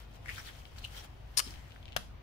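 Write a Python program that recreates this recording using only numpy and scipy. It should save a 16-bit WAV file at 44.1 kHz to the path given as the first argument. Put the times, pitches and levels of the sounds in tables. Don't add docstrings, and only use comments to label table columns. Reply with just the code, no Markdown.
import sys
import numpy as np
from scipy import signal
from scipy.fft import rfft, irfft
from scipy.io import wavfile
from scipy.ndimage import uniform_filter1d

SR = 44100
rng = np.random.default_rng(int(sys.argv[2]) if len(sys.argv) > 2 else 0)


def bounce(signal):
    frames = np.transpose(np.atleast_2d(signal))
    limited = np.clip(frames, -1, 1)
    pcm = np.round(limited * 32767).astype(np.int16)
    wavfile.write(sys.argv[1], SR, pcm)


N = 98034

# [f/Hz, relative density/dB per Hz]
FLOOR_SPECTRUM = [(12, -10.5), (28, -19), (45, -2.5), (62, -1.5), (85, -3.5), (125, -7), (165, -17.5),
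                  (260, -18.5), (420, -23.5), (750, -21.5), (1200, -27.5), (3000, -33), (5500, -43.5),
                  (8500, -59), (15000, -50)]
# [f/Hz, correlation]
FLOOR_LIKENESS = [(30, 0.7), (100, 1), (250, 0.36), (600, 0.022), (3000, 0.072)]
# [f/Hz, rms level on the left/dB]
HUM_TONES = [(50, -54), (137, -67)]
# [t/s, level/dB]
RUB_CURVE = [(0, -54.5), (.07, -71), (.13, -64.5), (0.159, -56.5), (.19, -71.5), (.25, -62.5),
             (0.301, -49.5), (.35, -49), (.39, -48), (.43, -54), (0.471, -47.5), (.51, -56), (.6, -56),
             (.63, -62), (0.752, -63.5), (0.786, -51), (.81, -58.5), (.85, -52.5), (.89, -58.5), (.98, -46),
             (1.025, -57), (1.049, -49.5), (1.08, -68.5), (1.27, -69), (1.41, -57), (1.48, -50.5),
             (1.622, -64), (1.72, -64), (2.2, -85)]
# [f/Hz, relative level/dB]
RUB_SPECTRUM = [(150, -2), (700, -0.5), (1500, 1.5), (2300, 1.5), (5500, -2.5), (8000, -8), (13500, -10.5),
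                (16000, -6.5)]
# [t of the peak/s, swell and fade time constant/s, level/dB, pitch f/Hz]
SQUEAK_EVENTS = [(0.26, 0.0027, -42.5, 1830), (.293, 0.011, -35, 1990), (.314, 0.02, -46, 2400),
                 (.384, 0.0057, -38, 1580), (.398, 0.0097, -46.5, 1710), (.397, 0.012, -49, 5630),
                 (0.472, 0.012, -51, 4240), (0.488, 0.009, -46.5, 3200), (0.491, 0.011, -48.5, 1770),
                 (0.848, 0.0047, -33, 2960), (.849, 0.0085, -45.5, 4020), (0.979, 0.014, -48.5, 3240),
                 (1.0, 0.013, -51.5, 5670), (1.424, 0.01, -51, 4700), (1.446, 0.021, -48.5, 5150),
                 (1.6, 0.16, -62.5, 1890)]
# [t/s, relative level/dB, resonance f/Hz]
CREAK_TICKS = [(0.3592, -32.5, 3560), (.382, -35, 1750), (0.6535, -35, 2980), (.762, -40.5, 1910),
               (.785, -33.5, 4230), (1.4665, -33.5, 4000), (1.476, -33.5, 4000), (1.507, -31, 5150),
               (1.5396, -36.5, 2300), (1.707, -41, 3100), (1.72, -37.5, 2980), (1.761, -38.5, 1610),
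               (1.828, -40.5, 3260), (1.8555, -34, 3160), (1.8805, -36.5, 2880), (1.887, -38, 3100),
               (1.9218, -34.5, 3160), (1.9290, -34.5, 2900)]
# [t/s, peak level/dB, f/Hz]
LOW_THUMPS = [(1.4634, -38.5, 203), (1.4729, -40, 285), (1.957, -34, 107)]
# [t/s, crack level/dB, steel ring level/dB, dull knock level/dB]
JAW_BLOWS = [(1.3695, -34, -36, -41.5), (1.3722, -23, -22, -33.5), (1.3744, -15.5, -20.5, -43.5),
             (1.3762, -21, -28, -30.5), (1.3778, -15, -21.5, -44), (1.3845, -17, -37, -42),
             (1.3927, -13, -32, -23.5), (1.4, -19.5, -46, -20)]
# [f/Hz, relative level/dB]
CRACK_SPECTRUM = [(600, -24.5), (1100, -6), (2200, -7), (3400, -4), (4500, 3.5), (6800, -1.5), (9500, -1.5),
                  (12000, -7.5), (14700, -11), (15300, -46)]
# [f/Hz, relative level/dB]
KNOCK_SPECTRUM = [(100, -10), (350, -19), (900, -23), (1150, 4.5), (1600, -3.5), (3000, -0.5), (5000, -15),
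                  (15000, -18)]
# [f/Hz, relative level/dB]
HANDLE_MODES = [(640, -20), (1120, -10), (1265, -13), (2912, -14)]
# [f/Hz, relative level/dB]
STEEL_MODES = [(4105, -5), (4324, -6), (4450, -7), (5016, -8), (5150, -7), (5290, 0), (5528, -4),
               (5967, -12), (6270, -7), (6927, -9), (7185, -9), (8812, -6), (8920, -2), (9311, -5),
               (9982, -5), (10220, -8), (10660, -9), (11032, -6), (12390, -14)]
# [t/s, level/dB]
SLEEVE_POPS = [(1.9644, -22), (1.966, -14.5), (1.9677, -26), (1.9679, -23), (1.9727, -23)]
# [f/Hz, relative level/dB]
POP_SPECTRUM = [(250, -22), (600, -6), (1600, -1), (2600, -5), (3250, 1), (3750, -5), (6200, -8),
                (7800, -17), (10500, -13), (15500, -20)]
# [f/Hz, level/dB]
HOLLOW_MODES = [(675, -20.5), (886, -26), (1178, -25), (1378, -23.5)]
# [t after the direct sound/s, left level/dB, right level/dB]
BENCH_ECHOES = [(.0023, -17, -17), (.0041, -22, -21), (.0077, -25, -24)]
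# [f/Hz, t60/s]
ROOM_T60 = [(150, 0.62), (800, 0.12), (2000, 0.27), (5300, 0.35), (9000, 0.36), (15000, 0.25)]

FLOOR_DB, FLOOR_PATCH_DB = -49.5, 1.5
FLOOR_RIGHT_DB = -2.5
RUB_GRAINS_PER_S, RUB_SPREAD_DB = 4000, 3.0
RUB_CLUMP_DB = 1
RUB_RING_HZ, RUB_RING_WIDTH_HZ, RUB_RING_DB = 3200, 200, -17.02
SQUEAK_STAGE_WIDTH_HZ, SQUEAK_RASP_DB = 660, -11
SLIPS_PER_S, SLIP_SHARE = 400, .25
TICK_S, TICK_WIDTH_HZ, THUMP_CYCLES = 0.00081, 880, 2.3
CRACK_S, KNOCK_S, POP_S = 0.0013, 0.0018, 0.00088
HANDLES_T60_S, STEEL_T60_S, HOLLOW_T60_S = .035, .055, .024
SHEAR_S, SHEAR_LENGTH_S, SHEAR_DB = 1.366, .046, -27
CLAMP_S, CLAMP_DB_PER_S, CLAMP_DEPTH_DB = 1.396, 1003.5, 13
PORT_LAG_S = .00034
EDGE_HZ = 15700


def amp(db):
    return 10 ** (np.asarray(db) / 20)


def unit(x):
    return x / np.sqrt(np.mean(x ** 2) + 1e-20)


def read(points, hz):
    f, value = np.transpose(points)
    return np.interp(np.log(hz + 1), np.log(f), value)


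def add(mix, s, sound):
    part = mix[:, max(round(s * SR), 0):][:, :sound.shape[1]]
    part += sound[:, :part.shape[1]]


def pair(same, size):
    a, b = rng.standard_normal((2, size))
    same = np.clip(same, -1, 1)
    return np.array([a, same * a + np.sqrt(1 - same ** 2) * b])


def colour(x, points, size=4096):
    hz = abs(np.fft.fftfreq(size, 1 / SR))
    log_gain = np.log(amp(read(points, hz)))
    response = np.exp(np.conj(signal.hilbert(log_gain)))
    taps = np.fft.ifft(response).real[:size // 2]
    taps = taps / np.linalg.norm(taps)
    return signal.fftconvolve(x, taps[None], axes=1)[:, :x.shape[1]]


def resonate(x, hz, width_hz):
    b, a = signal.iirpeak(min(hz, SR / 2 - 1), hz / width_hz, SR)
    return signal.lfilter(b, a, x) * np.sqrt(SR / np.pi / width_hz)


def burst(decay_s, same=0.82, rise_s=0.00011, size=2048):
    t = np.arange(size) / SR
    env = np.exp(-t / decay_s) * (1 - np.exp(-t / rise_s))
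    z = rfft(pair(same, size) * env)
    flat = irfft(z / (abs(z) + 1e-12))
    x = flat * np.sqrt(np.sqrt(env))
    return x * np.linalg.norm(env) / np.linalg.norm(x, axis=1, keepdims=True)


def ring_out(modes, t60_s):
    t = np.arange(SR // 4) / SR
    tones = sum(amp(db) * np.cos(2 * np.pi * hz * t) for hz, db in modes)
    return np.ones((2, 1)) * amp(-60 * t / t60_s) * tones


def room_tone():
    hz, _, z = signal.stft(pair(0, N), SR, nperseg=4096, noverlap=3072)
    same = np.clip(read(FLOOR_LIKENESS, hz), -1, 1)[:, None]
    patches = uniform_filter1d(rng.standard_normal(z[0].shape), size=30, axis=0)
    patches = unit(uniform_filter1d(patches, size=4, axis=1))
    right = same * z[0] + np.sqrt(1 - same ** 2) * z[1]
    level_db = read(FLOOR_SPECTRUM, hz)[:, None] + FLOOR_PATCH_DB * patches
    z = np.array([z[0], right]) * amp(level_db)
    air = unit(signal.istft(z, nperseg=4096, noverlap=3072)[1][:, :N])
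    t, hum = np.arange(N) / SR, np.zeros(N)
    for f, db in HUM_TONES:
        hum += amp(db) * np.sqrt(2) * np.sin(2 * np.pi * (f * t + rng.random()))
    return (amp(FLOOR_DB) * air + hum) * amp([[0], [FLOOR_RIGHT_DB]])


def rubbing(count=9):
    edges = np.r_[20, np.geomspace(1200, EDGE_HZ, count)]
    grains = np.zeros((2, N))
    for lo, hi in zip(edges, edges[1:]):
        size = amp(RUB_SPREAD_DB * np.minimum(rng.exponential(1, N), 5))
        size = size * (rng.random(N) < RUB_GRAINS_PER_S / SR)
        bunching = unit(uniform_filter1d(rng.standard_normal(N), size=180))
        size = size * amp(RUB_CLUMP_DB * bunching)
        band = signal.butter(4, [lo, hi], "band", fs=SR, output="sos")
        grains += signal.sosfilt(band, unit(pair(0, N) * size))
    grains *= amp(np.interp(np.arange(N) / SR, *np.transpose(RUB_CURVE)))
    tool_ring = amp(RUB_RING_DB) * resonate(grains, RUB_RING_HZ, RUB_RING_WIDTH_HZ)
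    return colour(grains + tool_ring, RUB_SPECTRUM)


def squeaks():
    out = np.zeros((2, N))
    t = np.arange(-SR // 10, SR // 10) / SR
    for s, swell_s, db, hz in SQUEAK_EVENTS:
        rate = np.repeat(rng.exponential(1, len(t)), SR // SLIPS_PER_S)[:len(t)]
        turns = np.cumsum(rate) * SLIPS_PER_S / SR
        slips = unit(pair(-0.09, len(t)) * np.exp(-(turns % 1) / SLIP_SHARE))
        tone = resonate(slips, hz, SQUEAK_STAGE_WIDTH_HZ)
        tone = unit(resonate(tone, hz, SQUEAK_STAGE_WIDTH_HZ))
        power = abs(uniform_filter1d(tone ** 2, size=300, axis=1))
        tone = tone / np.sqrt(power + 1e-9)
        rasp = amp(SQUEAK_RASP_DB) * resonate(slips, hz, 2 * hz)
        add(out, s + t[0], amp(db) * np.exp(-abs(t) / swell_s) * (tone + rasp))
    return out


def creaks():
    out = np.zeros((2, N))
    for s, db, hz in CREAK_TICKS:
        slip = burst(TICK_S, same=-0.63, rise_s=0.00021)
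        tick = resonate(resonate(slip, hz, TICK_WIDTH_HZ), hz, hz)
        add(out, s, amp(db) * tick / 2)
    for s, db, hz in LOW_THUMPS:
        t = np.arange(0, THUMP_CYCLES / hz, 1 / SR)
        thump = np.hanning(len(t)) * np.sin(2 * np.pi * hz * t)
        add(out, s, amp(db) * thump * np.ones((2, 1)))
    return out


def jaws():
    crack, knock, handles, ring = np.zeros((4, 2, N))
    t, blows = np.arange(N) / SR, np.zeros(N)
    for s, crack_db, ring_db, knock_db in JAW_BLOWS:
        add(crack, s, amp(crack_db) * burst(CRACK_S))
        add(knock, s, amp(knock_db) * burst(KNOCK_S))
        add(handles, s, amp(knock_db) * ring_out(HANDLE_MODES, HANDLES_T60_S))
        blows[round(s * SR)] += amp(ring_db) ** 2
    bite = np.hanning(round(SHEAR_LENGTH_S * SR))
    add(crack, SHEAR_S, amp(SHEAR_DB) * bite * pair(0.41, len(bite)))
    energy_kept = amp(-60 / SR / STEEL_T60_S) ** 2
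    energy = signal.lfilter([1], [1, -energy_kept], blows + 1e-20)
    for hz, db in STEEL_MODES:
        ring += amp(db) * np.sqrt(energy) * np.sin(2 * np.pi * (hz * t + rng.random())) / 2
    damping_db = np.clip((t - CLAMP_S) * CLAMP_DB_PER_S, 0, CLAMP_DEPTH_DB)
    return colour(crack, CRACK_SPECTRUM) + colour(knock, KNOCK_SPECTRUM) + handles + ring * amp(-damping_db)


def sleeve():
    out = np.zeros((2, N))
    for s, db in SLEEVE_POPS:
        add(out, s, amp(db) * burst(POP_S, same=0.041))
    out = colour(out, POP_SPECTRUM)
    add(out, SLEEVE_POPS[0][0], -ring_out(HOLLOW_MODES, HOLLOW_T60_S))
    return out


def garage(x, right_db, wet_db, build_s=0.00097, turn_hz=130, count=4):
    out = np.zeros((2, N))
    add(out, 0, x * [[1], [0]])
    add(out, PORT_LAG_S, x * [[0], [amp(right_db)]])
    for s, left_echo_db, right_echo_db in BENCH_ECHOES:
        add(out, s, x * amp([[left_echo_db], [right_echo_db]]))
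    for k in range(count):
        hz, t, z = signal.stft(pair(0, SR // 2), SR, nperseg=256)
        decay = amp(-60 * t / read(ROOM_T60, hz)[:, None])
        tail = signal.istft(z * decay, nperseg=256)[1]
        tail *= 1 - np.exp(-np.arange(tail.shape[1]) / SR / build_s)
        tail = tail / np.linalg.norm(tail[0])
        turn = np.cos(np.pi * (turn_hz * np.arange(N) / SR + k / count))
        feed = x[k % 2] * np.sqrt(2 / count) * turn
        out += amp(wet_db) * signal.fftconvolve(feed[None], tail, axes=1)[:, :N]
    return out


def scene():
    mix = room_tone()
    mix += garage(squeaks() + rubbing(), right_db=-4, wet_db=-15)
    mix += garage(creaks(), right_db=-7.5, wet_db=-7)
    mix += garage(jaws(), right_db=-10, wet_db=-20.5)
    mix += garage(sleeve(), right_db=-9.0, wet_db=-14.5)
    return mix


def record(dry):
    taps = signal.firwin(401, EDGE_HZ, window=("kaiser", 8), fs=SR)
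    return signal.oaconvolve(dry, taps[None], "same")


dry = scene()
out = record(dry)
bounce(out)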